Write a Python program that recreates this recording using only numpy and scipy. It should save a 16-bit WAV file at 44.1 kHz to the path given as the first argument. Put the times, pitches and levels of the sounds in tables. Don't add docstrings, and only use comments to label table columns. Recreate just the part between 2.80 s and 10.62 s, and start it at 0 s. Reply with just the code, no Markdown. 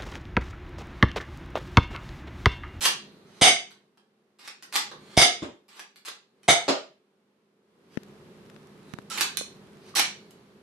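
import sys
import numpy as np
from scipy import signal
from scipy.fft import rfft, irfft
from scipy.io import wavfile
from scipy.ndimage import uniform_filter1d

SR = 44100
rng = np.random.default_rng(int(sys.argv[2]) if len(sys.argv) > 2 else 0)


def file_out(sig):
    cols = np.atleast_2d(sig).T
    lim = np.clip(cols, -1, 1)
    pcm = np.round(lim * 32767).astype(np.int16)
    wavfile.write(sys.argv[1], SR, pcm)


N = 344862


# frequency in Hz, relative level in dB.
PISTOL_BODY = [(20, -32.5), (40, -21.5), (120, -2), (260, 2.5), (500, 1), (1000, -3), (1500, -0.5),
               (2550, -3.5), (4400, -4.5), (7000, -4), (9200, -4), (11000, -11), (12200, -26.5)]
# frequency in Hz, width in Hz, height against the body in dB.
BARREL_RINGS = [(710.6, 40, 21.5), (766, 91, 13), (1290, 50, 8), (2126, 77, 17), (2220, 130, 14),
                (3040, 140, 13), (3470, 100, 14.5), (3700, 120, 14), (5000, 320, 14.5), (6000, 34, 6),
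                (6430, 81, 8.5), (2430, 61, -7), (4235, 53, -6.5), (4820, 280, -5.5), (5300, 260, -7.5),
                (6700, 240, -9.5)]
# start in seconds, level in dB, air pop strength in dB,
# pop decay in seconds, rebound delay in seconds, rebound against the slam in dB, tilt in dB per octave.
SHOTS = [(0.6114, -12, -8, 0.0011, 0.072, -7.5, 1.1), (2.3681, -13, -5, 0.0015, 0.056, 2.5, 1),
         (3.6796, -11.5, -7, 0.00068, 0.025, -2.5, 0.14)]

def shot(db, pop_db, pop_s, rebound_s, rebound_db, tilt_db, size=8192):
    t = np.arange(size) / SR
    since_slam = t - 0.0064
    rush = amp(-7) * (since_slam < 0) * np.minimum(t / 0.0016, 1)
    slam = burst(since_slam, 0.02)
    chatter = amp(-4) * (since_slam > 0) * np.exp(-np.maximum(t - rebound_s, 0) / 0.007)
    rebound = amp(rebound_db) * np.exp(-((t - rebound_s) / 0.009) ** 2)
    envelope = np.sqrt(rush ** 2 + slam ** 2 + chatter ** 2 + rebound ** 2)
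    force = casing_echoes(whiten(envelope * rng.standard_normal(size)), echo_db=-7)
    sound = amp(db) * room(resonate(force, PISTOL_BODY, tilt_db, BARREL_RINGS), direct_db=-1.5)
    age = np.maximum(t - 0.0073, 0) / pop_s
    pulse = (age > 0) * (age - 1) * np.exp(-age)
    pop = signal.sosfilt(signal.butter(2, [45, 900], "bandpass", fs=SR, output="sos"), pulse)
    add(sound, 0, amp(pop_db - 3) * room(pop, direct_db=8, side_db=-5))
    return sound


# start, catch and latch in seconds, catch level in dB,
# latch level in dB, how squarely the pistol faces the microphones from 0 to 1.
PULLS = [(1.587, 1.6764, 1.825, -30.5, -32, 0), (2.882, 2.9944, 3.159, -32, -40.5, 0.05),
         (6.3, 6.409, 6.571, -13, -19, 0.83)]
START_DIRECT_DB = -7

def pull(start, catch, latch, db, latch_db, facing, sear_s=0.033):
    brighter, direct_db, side_db = 1.95 * facing, 5.5 * facing, -17 * facing
    rub_tilt, click_tilt = brighter - 0.46, brighter + 1
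    sear = catch - sear_s
    return [(start, clack(db - 13, click_tilt, START_DIRECT_DB + direct_db, side_db)),
            (start, rub(sear - start, db - 24.5, db - 24.5, rub_tilt)),
            (sear, clack(db - 6.5, rub_tilt, START_DIRECT_DB + direct_db, side_db)),
            (sear, rub(sear_s, db - 20, db - 20, rub_tilt)),
            *hard_stop(catch, db, rub_tilt, direct_db=2.5, side_db=0.4 * side_db),
            (latch, clack(latch_db, click_tilt + brighter, direct_db, side_db))]


# start and stop in seconds, levels of first click, rub and stop in dB,
# tilt in dB per octave, directness in dB, left over right in dB.
PUSHES = [(0.008, 0.0534, -22, -21.5, -9, 0.7, 2, 1.5), (1.923, 1.956, -43.5, -28, -12.5, 0, 1.5, 2),
          (3.25, 3.284, -30, -39.5, -31.5, -0.5, 6, 4), (7.152, 7.196, -14.5, -18.5, -12.5, 0.5, 4.5, -4)]

def push(start, stop, click_db, rub_db, stop_db, tilt_db, direct_db, side_db, ridge_s=0.017):
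    click_tilt, rub_tilt = tilt_db + 3.3, tilt_db + 1.2
    return [(start, clack(click_db, click_tilt, START_DIRECT_DB, side_db)),
            (start, rub(stop - start, rub_db - 10.5, rub_db, rub_tilt)),
            (start + ridge_s, clack(rub_db - 0.5, click_tilt, direct_db, side_db)),
            *hard_stop(stop, stop_db, tilt_db, direct_db, side_db)]


def hard_stop(start, db, tilt_db, direct_db, side_db, bounce_s=0.0045):
    return [(start, clack(db, tilt_db, direct_db, side_db)),
            (start + bounce_s, clack(db - 3, tilt_db, direct_db, side_db)),
            (start, spring_twang(db - 41))]


def spring_twang(db, hz=4200, spread_hz=225, t60=1.05, size=32768):
    t = np.arange(size) / SR
    modes_hz = hz + spread_hz * rng.standard_normal((2, 14, 1))
    coils = np.sin(2 * np.pi * (modes_hz * t + rng.random((2, 14, 1)))).sum(1)
    return amp(db - 60 * t / t60) * unit_rms(coils) * np.minimum(t / 0.004, 1)


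# frequency in Hz, relative level in dB.
SHELL = [(88, -43), (150, -20), (350, -5), (385, -5.5), (664, -10), (832, 0), (949, -5), (1080, -1.5),
         (1580, -3.5), (1700, -3.5), (4120, -4.5), (5790, -9.5), (6240, -12), (11800, -18), (13500, -27.5)]

def clack(db, tilt_db, direct_db, side_db, size=1024):
    t = np.arange(size) / SR
    rattle = rng.standard_normal(size) * (rng.random(size) < 700 / SR) * burst(t, 0.011)
    contact = rng.standard_normal(size) * burst(t, 0.0028)
    force = casing_echoes(contact + amp(4) * rattle, echo_db=-2.5)
    sound = room(resonate(force, SHELL, tilt_db), direct_db - 6, side_db)
    snap = np.diff(rng.standard_normal((2, size + 1))) * burst(t - 0.0004, 0.0006)
    add(sound, 0, amp(direct_db + tilt_db - 8) * pan(side_db) * snap)
    return amp(db) * sound


def rub(length, first_db, last_db, tilt_db, slips_per_s=1500, size=16384):
    t = np.arange(size) / SR
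    slips = rng.uniform(-1, 1, size) * (rng.random(size) < slips_per_s / SR)
    grain = unit_rms(unit_rms(slips) + 0.5 * rng.standard_normal(size))
    envelope = amp(np.interp(t, [0, length], [first_db, last_db])) * np.minimum(t / 0.004, 1)
    force = casing_echoes(grain * envelope * (t < length), echo_db=-5)
    return room(resonate(force, SHELL, tilt_db), direct_db=-2.5, side_db=-3.5)


def casing_echoes(force, echo_db, size=256):
    echoes = rng.standard_normal(size) * burst(np.arange(size) / SR, 0.0016)
    echoes = highpass(echoes, hz=4000)
    taps = np.r_[1, amp(echo_db) * echoes / np.linalg.norm(echoes)]
    return signal.fftconvolve(force, taps / np.linalg.norm(taps))


# start and length in seconds, pitch in Hz, level in dB.
SQUEAKS = [(6.302, 0.034, 1330, -41), (7.14, 0.0082, 1160, -45.5)]

def squeak(length, hz, db, size=4096):
    t = np.arange(size) / SR
    waver = unit_rms(uniform_filter1d(rng.standard_normal(size), 60))
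    tone = np.sin(2 * np.pi * np.cumsum(hz * (1 + 0.026 * waver)) / SR)
    return room(amp(db) * tone * np.sin(np.pi * np.minimum(t / length, 1)), direct_db=6)


# start and end in seconds, final level in dB.
GRIPS = [(0.456, 0.636, -53.5), (2.201, 2.348, -50), (5.098, 5.147, -55.5), (6.017, 6.133, -58),
         (7.002, 7.101, -53.5)]

def grip(length, db):
    return rub(length, db - 13.5, db, tilt_db=-0.8)


# start in seconds, level in dB, tilt in dB per octave,
# directness in dB.
LOOSE_CLICKS = [(0.908, -41, -1, 1), (1.174, -49, -1.5, -1), (2.115, -30, -5, 0), (3.632, -44, 0, 0.5),
                (7.508, -46.5, 4.5, 4.5)]

def loose_click(db, tilt_db, direct_db):
    return clack(db, tilt_db, direct_db, side_db=-2.5)


# frequency in Hz, relative level in dB.
PANEL = [(20, -34), (50, -26), (110, -11), (260, 7), (420, 5), (750, 2.5), (1150, 0.5), (1700, -6.5),
         (4000, -7.5), (7000, -18.5), (10000, -27.5), (13000, -49)]
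# frequency in Hz, width in Hz, height in dB before a dart's offset.
PANEL_RINGS = [(268, 24, 11), (378, 35, 11), (590, 86, 12.5), (4470, 1300, 2)]
# start in seconds,
# slap level in dB, tilt in dB per octave, resonance offset in dB, thud level in dB.
DARTS = [(2.622, -25.5, 0, -9.5, -14), (3.8805, -7.5, 1.5, -2.5, -18)]

def dart(db, tilt_db, ring_db, thud_db, size=4096):
    t = np.arange(size) / SR
    force = whiten(rng.standard_normal(size) * burst(t, 0.007))
    rings = [(hz, width, height_db + ring_db) for hz, width, height_db in PANEL_RINGS]
    sound = amp(db) * resonate(force, PANEL, tilt_db, rings)
    thud = np.sin(2 * np.pi * 330 * t) * burst(t, 0.0029)
    sound[:size] += amp(thud_db) * highpass(thud, hz=85)
    return room(sound, direct_db=-11.5)


# frequency in Hz, relative level in dB.
CAMERA_CASE = [(40, -31), (200, 5.5), (700, -1), (1500, 3), (2500, -4), (6000, -13), (13000, -24.5)]
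# start in seconds, thump level in dB, thump pitch in Hz,
# tick level in dB, tick tilt in dB per octave, left over right in dB.
KNOCKS = [(5.173, -16, 230, -22, -3, 36), (5.2333, -59, 300, -42.5, 6, 22), (5.699, -62, 300, -44, 2, 9),
          (5.763, -55, 250, -39, -1, 23), (6.137, -22, 174, -29, -1, -18),
          (6.187, -27, 207, -33.5, -0.5, 26), (6.612, -27, 523, -31, -4.5, -17)]

def knock(thump_db, hz, tick_db, tilt_db, side_db, size=2048):
    t = np.arange(size) / SR
    thump = -amp(thump_db) * np.sin(2 * np.pi * hz * t) * burst(t, 0.0031)
    force = rng.standard_normal(size) * burst(t, 0.002)
    tick = amp(tick_db) * resonate(force, CAMERA_CASE, tilt_db)[:size]
    return pan(side_db) * (highpass(thump, hz=117) + tick)


def case_crackle(start, end, ticks_per_s=19, count=60):
    gap, strength, side = rng.random((count, 3)).T
    times = start + np.cumsum(-np.log(1 - gap)) / ticks_per_s
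    levels_db = -55.5 + 3 * np.minimum(-np.log(1 - strength), 2)
    sides_db = 20 * (side - 0.5)
    forces = rng.standard_normal((count, 256)) * burst(np.arange(256) / SR, 0.00069)
    return [(s, amp(db) * pan(side_db) * resonate(force, CAMERA_CASE, tilt_db=2.9, size=1024))
            for s, db, side_db, force in zip(times, levels_db, sides_db, forces) if s < end]


# frequency in Hz, relative level in dB.
HUM_TONES = [(150.7, -64), (177.6, -69.5), (204.6, -58), (360.7, -62), (393.0, -60.5), (436.0, -63.5)]
# frequency in Hz, relative level in dB.
HUM_RUSH = [(15, -60), (25, -36), (86, -15), (138, -8), (211, -2.5), (260, -6.5), (330, -10), (357, -4),
            (727, -16.5), (1140, -17), (1980, -22), (4020, -26.5), (7180, -35.5), (12200, -38),
            (13500, -46.5)]

def hum(waver_hz=3):
    t, hz = np.arange(N) / SR, np.fft.rfftfreq(2048, 1 / SR)
    real, imaginary = rng.standard_normal((2, 2, len(hz), N // 512 + 5))
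    spectra = microphone_pair(real + 1j * imaginary, hz) * amp(curve(HUM_RUSH, hz))[:, None]
    rush = unit_rms(signal.istft(spectra, nperseg=2048, noverlap=1536)[1][:, :N])
    knots = np.linspace(0, N / SR, num=80)
    tones = np.zeros(N)
    for tone_hz, db in HUM_TONES:
        waver = waver_hz * np.interp(t, knots, rng.standard_normal(len(knots)))
        tones += amp(db) * np.sin(2 * np.pi * np.cumsum(tone_hz + waver) / SR)
    sound = amp(-1.5) * rush + amp(-4.5) * unit_rms(tones)
    bass = signal.sosfiltfilt(signal.butter(3, 170, fs=SR, output="sos"), sound)
    level_db = -52 + hum_dip_db(t)
    bass_gain = amp(0.74 * (level_db + 56.5))
    return amp(level_db) * (sound - bass + bass * bass_gain)


def hum_dip_db(t, sink_s=0.52, hold_s=0.623, return_s=0.45):
    corners = np.cumsum([0, sink_s, hold_s, return_s])
    dips = [(start, -16) for start, *_ in SHOTS] + [(stop, -4) for _, stop, *_ in PUSHES]
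    return np.min([np.interp(t - s, corners, [0, db, db, 0]) for s, db in dips], axis=0)


# frequency in Hz, time to fall 60 dB in seconds.
ROOM_T60 = [(100, 0.091), (300, 0.32), (1000, 0.29), (2700, 0.33), (7000, 0.3), (13000, 0.16)]

def room(source, direct_db, side_db=0, size=20480):
    t = np.arange(size) / SR
    slaps = rng.standard_normal((2, size)) * (rng.random((2, size)) < 300 / SR) * burst(t, 0.0086)
    taps = (rng.standard_normal((2, size)) + 10 * slaps) * np.clip((t - 0.002) / 0.003, 0, 1)
    hz, when, spectra = signal.stft(taps, SR, nperseg=256)
    decay = amp(-60 * when / curve(ROOM_T60, hz)[:, None])
    left, right = signal.istft(microphone_pair(spectra, hz) * decay, SR, nperseg=256)[1]
    middle, side = whiten(left + right), left - right
    response = np.array([middle + side, middle - side])
    response /= np.linalg.norm(response, axis=1, keepdims=True)
    response[[0, 1], [1, 0]] += amp(direct_db) * pan(side_db)[:, 0]
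    return signal.fftconvolve(source[None], response, axes=1)


# frequency in Hz, left-right correlation.
MIC_LIKENESS = [(100, 0.78), (300, 1), (600, 0.61), (1200, 0.18), (4000, -0.056)]

def microphone_pair(spectra, hz):
    likeness = curve(MIC_LIKENESS, hz)[:, None]
    return np.array([spectra[0], likeness * spectra[0] + np.sqrt(1 - likeness ** 2) * spectra[1]])


def resonate(force, spectrum, tilt_db, rings=(), size=8192):
    hz = np.fft.rfftfreq(size, 1 / SR)
    peak_power, dips_db = 1, 0
    for centre, width, db in rings:
        bell = 1 / (1 + (2 * (hz - centre) / width) ** 2)
        peak_power += (db > 0) * amp(db) ** 2 * bell
        dips_db += min(db, 0) * bell
    shape_db = curve(spectrum, hz) + dips_db + tilt_db * np.log2(np.maximum(hz, 150))
    response = minimum_phase(np.sqrt(peak_power) * amp(shape_db))
    return signal.fftconvolve(force, response / np.linalg.norm(response))


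def whiten(x, size=32768):
    power = uniform_filter1d(abs(rfft(x, size)) ** 2, 45)
    share = 1 / (1 + (np.fft.rfftfreq(size, 1 / SR) / 2800) ** 4)
    gain = (power.mean() / (power + power.mean() / 1000)) ** (share / 2)
    return signal.fftconvolve(x, minimum_phase(gain))[:len(x)]


def minimum_phase(gain):
    cepstrum = irfft(np.log(gain))
    half = len(cepstrum) // 2
    cepstrum[1:half] *= 2
    cepstrum[half + 1:] = 0
    return irfft(np.exp(rfft(cepstrum)))


def highpass(x, hz):
    return signal.sosfilt(signal.butter(2, hz, "highpass", fs=SR, output="sos"), x)


def burst(t, fade_s):
    return (t >= 0) * np.exp(-np.maximum(t, 0) / fade_s)


def curve(points, hz):
    point_hz, values = np.transpose(points)
    return np.interp(np.log(hz + 1), np.log(point_hz + 1), values)


def amp(db):
    return 10 ** (np.asarray(db) / 20)


def unit_rms(x):
    return x / np.sqrt(np.mean(x ** 2) + 1e-20)


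def pan(side_db):
    return unit_rms(amp(np.array([[side_db], [-side_db]]) / 2))


def add(mix, start, sound):
    part = mix[:, max(round(start * SR), 0):][:, :sound.shape[1]]
    part += sound[:, :part.shape[1]]


def scene():
    mix = hum()
    for stroke, table in ((pull, PULLS), (push, PUSHES)):
        for row in table:
            for start, sound in stroke(*row):
                add(mix, start, sound)
    for start, end, db in GRIPS:
        add(mix, start, grip(end - start, db))
    for source, table in ((loose_click, LOOSE_CLICKS), (shot, SHOTS), (squeak, SQUEAKS),
                          (dart, DARTS), (knock, KNOCKS)):
        for start, *settings in table:
            add(mix, start, source(*settings))
    for start, sound in case_crackle(start=5.05, end=7.1):
        add(mix, start, sound)
    return mix


# frequency in Hz, left over right in dB.
MIC_BALANCE = [(60, -1.5), (250, -1), (1000, -0.5), (2500, -0.5), (5000, -2), (8500, -6), (12000, -5)]
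CEILING, BAND_LIMIT_HZ = 0.92, 13350

def record(dry):
    side_db = curve(MIC_BALANCE, np.fft.rfftfreq(N, 1 / SR))
    heard = irfft(rfft(dry) * amp(np.array([side_db, -side_db]) / 2), N)
    rounded = CEILING * np.tanh(heard / CEILING)
    lowpass = signal.firwin(255, BAND_LIMIT_HZ, window=("kaiser", 9), fs=SR)
    return signal.oaconvolve(rounded, lowpass[None], "same")


dry = scene()
out = record(dry)
file_out(out)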